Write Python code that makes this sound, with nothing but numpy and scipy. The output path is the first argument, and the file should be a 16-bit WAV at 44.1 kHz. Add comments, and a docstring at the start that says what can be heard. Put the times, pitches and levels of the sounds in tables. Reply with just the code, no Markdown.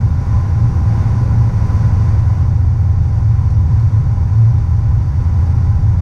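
"""Window seat beside the engine of a turboprop airliner on approach, landing gear down.
From the start a gust booms the cabin; propellers hum at blade rate and beat against air shed by the
gear; a gearbox whines over slipstream rush and turbine hiss. The slipstream eases by 2.6 s.
Trim ticks from 3.5 to 4.6 s, amid a second gust and surges off the gear; a last gust comes at 5.8 s.
The camera's limiter holds the bass down throughout."""
import sys
import numpy as np
from scipy import signal
from scipy.fft import irfft, next_fast_len
from scipy.io import wavfile
from scipy.ndimage import uniform_filter1d

SR = 44100
rng = np.random.default_rng(int(sys.argv[2]) if len(sys.argv) > 2 else 0)


def bounce(signal):
    """Save signal as a 16-bit WAV file at the path given by the first command-line argument."""
    frames = np.transpose(np.atleast_2d(signal))
    limited = np.clip(frames, -1, 1)
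    pcm = np.round(limited * 32767).astype(np.int16)
    wavfile.write(sys.argv[1], SR, pcm)


N = 265041
TIME_S = np.arange(N) / SR
BINS_HZ = np.maximum(np.fft.rfftfreq(next_fast_len(N, True), 1 / SR), 1)


def undb(db):
    """Decibels to gain."""
    return 10 ** (np.asarray(db) / 20)


def unit(x):
    """Scale to rms 1."""
    return x / np.sqrt(np.mean(x ** 2))


def curve(points):
    """Rows of (time_s, value), interpolated at every sample."""
    return np.interp(TIME_S, *np.transpose(points))


def swells(rows):
    """Half-cosine rises and dips in dB, one per row."""
    return sum(db * np.cos(np.pi * np.clip((TIME_S - peak_s) / length_s, -.5, .5))
               for peak_s, length_s, db in rows)


def colour(points, peaks=()):
    """Gain per bin: smooth spectrum plus resonances, steep fall past the last point."""
    hz, db = np.transpose(points)
    lift_db = sum(up / (1 + (2 * (BINS_HZ - f) / width) ** 2) for f, width, up in peaks)
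    fall_db = 36 * np.maximum(np.log2(BINS_HZ / hz[-1]), 0)
    return undb(np.interp(np.log(BINS_HZ), np.log(hz), db) + lift_db - fall_db)


def noise(gain):
    """Noise shaped by a gain per bin, rms 1."""
    spectrum = rng.standard_normal(len(BINS_HZ)) + 1j * rng.standard_normal(len(BINS_HZ))
    return unit(irfft(gain * spectrum)[:N])


def walk(rate_hz):
    """Slow random drift, rms 1."""
    return noise(np.exp(-(BINS_HZ / rate_hz) ** 2 / 2))


def steady(x, span_s):
    """Level out swells slower than span_s; keep the flutter."""
    size = max(int(span_s * SR), 2)
    return x / np.sqrt(uniform_filter1d(uniform_filter1d(x ** 2, size), size))


def tone(hz):
    """Sine on a moving frequency, rms 1."""
    return np.sqrt(2) * np.sin(2 * np.pi * (np.cumsum(hz) / SR + rng.random()))


def flow_db():
    """Slipstream strength about its mean."""
    # slipstream strength: time_s, level_db
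    strength = [(0, -36.5), (0.4, -35.5), (1.15, -33.5), (1.45, -34.5), (1.8, -33.5), (2.15, -34.5),
                (2.6, -39), (3.9, -38.5), (5.05, -39.0), (5.4, -37), (6.0, -38)]
    db = curve(strength)
    return db - db.mean()


def hiss_db():
    """Turbine hiss level; follows the slipstream."""
    return -52.5 + .88 * flow_db()


def boom(modes):
    """Turbulence rings a few air modes, rms 1."""
    power = sum(undb(2 * db) / (1 + 2 * ((BINS_HZ - hz) / width) ** 2) ** 2 for hz, width, db in modes)
    return steady(noise(np.sqrt(power)), span_s=0.17)


def buffet(rumble_db=-17.5, boom_db=-20, upper_db=-21.5):
    """Turbulence booms the cabin over a deep rumble; gusts lift the lower modes."""
    # deep rumble spectrum: freq_hz, density_db
    rumble_shape = [(8, -22), (18, -11), (25, -7), (37, -4.5), (52, -5.5), (62, 0), (71, 5.5), (84, -4),
                    (125, -11.5)]
    # lower and upper cabin air modes: pitch_hz, width_hz, relative_db
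    lower_modes = [(97.05, 9, 0), (110.2, 9.8, -1.5)]
    upper_modes = [(120.6, 8.7, -0.31), (126.9, 14, -2.3), (140.2, 6.8, -0.86)]
    # gusts: peak_s, length_s, lift_db
    gusts = [(0.02, 0.18, 9.5), (3.76, .35, 8), (5.8, 0.36, 7.5)]
    rumble = undb(rumble_db + 1.4 * walk(4)) * steady(noise(colour(rumble_shape)), span_s=0.18)
    lower = undb(boom_db + swells(gusts)) * boom(lower_modes)
    return rumble + lower + undb(upper_db) * boom(upper_modes)


def propeller(blade_hz, gain_db=-0.5, waver_db=0.05):
    """Blade passages press on the fuselage; uneven inflow makes the harmonics waver."""
    # near propeller loudness: time_s, level_db
    loudness = [(0, -21), (0.8, -18.5), (1.65, -23), (2.2, -15.5), (2.8, -15), (3.3, -20.5), (3.6, -15),
                (4.35, -23), (4.7, -16.5), (5.0, -22), (5.25, -15.5), (6.0, -16)]
    # blade-rate harmonics: multiple, relative_db
    orders = [(1, 1.5), (2, -23), (3, -27.5), (4, -38)]
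    hum = sum(undb(db + waver_db * walk(0.97)) * tone(k * blade_hz) for k, db in orders)
    return undb(curve(loudness) + gain_db) * hum


def landing_gear(shed_hz=109.35, wander_hz=3.7, level_db=-17.5, flutter_db=2.5):
    """Vortices peel off the struts; their wandering pitch beats against the propeller."""
    # surges and lulls of shed air: peak_s, length_s, lift_db
    surges = [(0.12, .16, -14), (0.28, 0.16, 4.5), (0.54, .1, -10.5), (1.35, .4, 4), (3.33, 0.19, 6.5),
              (3.96, .14, 8.5), (4.18, .14, -9.5), (4.47, .3, 10), (4.94, .1, 3.5), (5.2, 0.57, -10.5)]
    db = level_db + swells(surges) + flutter_db * steady(walk(6), span_s=.25)
    return undb(db) * tone(shed_hz + wander_hz * walk(4.005))


def machinery(mesh_hz=805.3, drift_hz=.9, whine_db=-46):
    """The gearbox mesh whines over shaft and pump hums; all follow the slipstream."""
    # shaft and pump hums: pitch_hz, level_db
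    hum_lines = [(18.8, -37), (167.5, -36), (313, -54), (502.5, -53)]
    whine = undb(whine_db + 1.74 * walk(3)) * tone(mesh_hz + drift_hz * walk(3.8))
    hums = sum(undb(db + 2 * walk(3.1)) * tone(hz * (1 + 0.0017 * walk(3))) for hz, db in hum_lines)
    return undb(.9 * flow_db()) * (whine + hums)


def airflow(wall_db=-30, rush_db=-36):
    """The slipstream shakes the wall and rings the panels; turbine and vents hiss above it."""
    # spectra of wall shudder, slipstream on the skin, turbine and vent hiss: freq_hz, density_db
    shudder_shape = [(100, -14), (150, 5), (177, 3), (208, 0.5), (245, -3.5), (300, -12), (400, -19)]
    rush_shape = [(100, -8.5), (250, 2), (370, 2), (470, -1), (560, -1), (650, -4.5), (850, -2.5),
                  (910, -3.5), (1130, -6), (1600, -10), (2200, -13.5), (2650, -21.5), (4000, -45)]
    hiss_shape = [(1500, -12), (3200, -6.5), (4000, -6), (4500, -2.5), (5150, -3), (5800, .5), (6500, -3.3),
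                  (7200, -11), (9000, -13), (10000, -16.5), (11600, -22), (13600, -19.5), (14400, -31)]
    # wall and window panel resonances: pitch_hz, width_hz, lift_db
    panels = [(582, 20, 3), (672, 16, 4), (757, 34, 6), (945, 40, 4), (1015, 84, 10.5), (1090, 20, 2),
              (1335, 40, 4), (1455, 60, 6), (1960, 60, 2)]
    # narrow whistles in the hiss: pitch_hz, width_hz, lift_db
    whistles = [(2900, 100, 5), (3620, 180, 6), (4380, 80, 4.5), (4600, 60, 3.5), (4815, 75, 6.5),
                (8640, 130, 3), (12950, 300, 4)]
    eddies = walk(2.5)
    shudder = undb(wall_db + 1.15 * flow_db() + 0.97 * walk(2.1)) * noise(colour(shudder_shape))
    rush = undb(rush_db + flow_db() + .5 * eddies) * noise(colour(rush_shape, panels))
    hiss = undb(hiss_db() + 0.4 * eddies) * noise(colour(hiss_shape, whistles))
    return shudder + rush + hiss


def turbine(blade_hz, compressor_hz=12998, compressor_db=-28.5, swing_hz=125):
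    """Thin, shimmering turbine and compressor tones; levels relative to the hiss."""
    # turbine tones: pitch_hz, relative_db
    lines = [(5483, -25.5), (5662, -19), (5750, -26.5), (8055, -35)]
    tones = sum(undb(db + 3 * walk(5)) * tone(hz + 4.9 * walk(6)) for hz, db in lines)
    # each propeller blade passing the intake bends the compressor's whistle
    whistle = tone(compressor_hz + 14 * walk(6) + swing_hz * tone(blade_hz) / np.sqrt(2))
    return undb(hiss_db()) * (tones + undb(compressor_db + 2 * walk(4)) * whistle)


def trim(decay_s=0.017):
    """Plastic trim slips with a short, bright scratch."""
    # trim slips: start_s, level_db
    ticks = [(3.504, -50), (3.713, -54), (3.797, -53), (4.582, -55)]
    envelope = sum(undb(db) * (TIME_S >= s) * np.exp(-np.abs(TIME_S - s) / decay_s) for s, db in ticks)
    return envelope * noise(colour([(1000, -17.5), (5000, 10.0), (9000, -5), (13800, -13)]))


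def scene():
    """Mono sum at the seat; the governor holds the blade rate nearly steady."""
    blade_hz = 85.4 + 0.405 * walk(0.97)
    mix = buffet() + propeller(blade_hz) + landing_gear() + machinery()
    return (mix + airflow() + turbine(blade_hz) + trim())[None]


def record(dry, split_hz=260, ceiling_db=-3.0, knee=3.4, drive_db=0.5, top_hz=15100, fade_s=.008):
    """The camera limits the bass alone, within a cycle or so, and cuts the top."""
    edge_s = np.minimum(TIME_S, TIME_S[-1] - TIME_S)
    dry = dry * np.sin(np.pi / 2 * np.clip(edge_s / fade_s, 0, 1)) ** 2
    bass = signal.sosfiltfilt(signal.butter(4, split_hz, fs=SR, output="sos"), dry)
    driven = undb(drive_db) * bass
    envelope = uniform_filter1d(np.abs(signal.hilbert(driven)), int(0.0054 * SR))
    gain = (1 + (envelope / undb(ceiling_db)) ** knee) ** (-1 / knee)
    lowpass = signal.ellip(10, .2, 80, top_hz, fs=SR, output="sos")
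    return signal.sosfilt(lowpass, dry - bass + gain * driven)


dry = scene()
out = record(dry)
bounce(out)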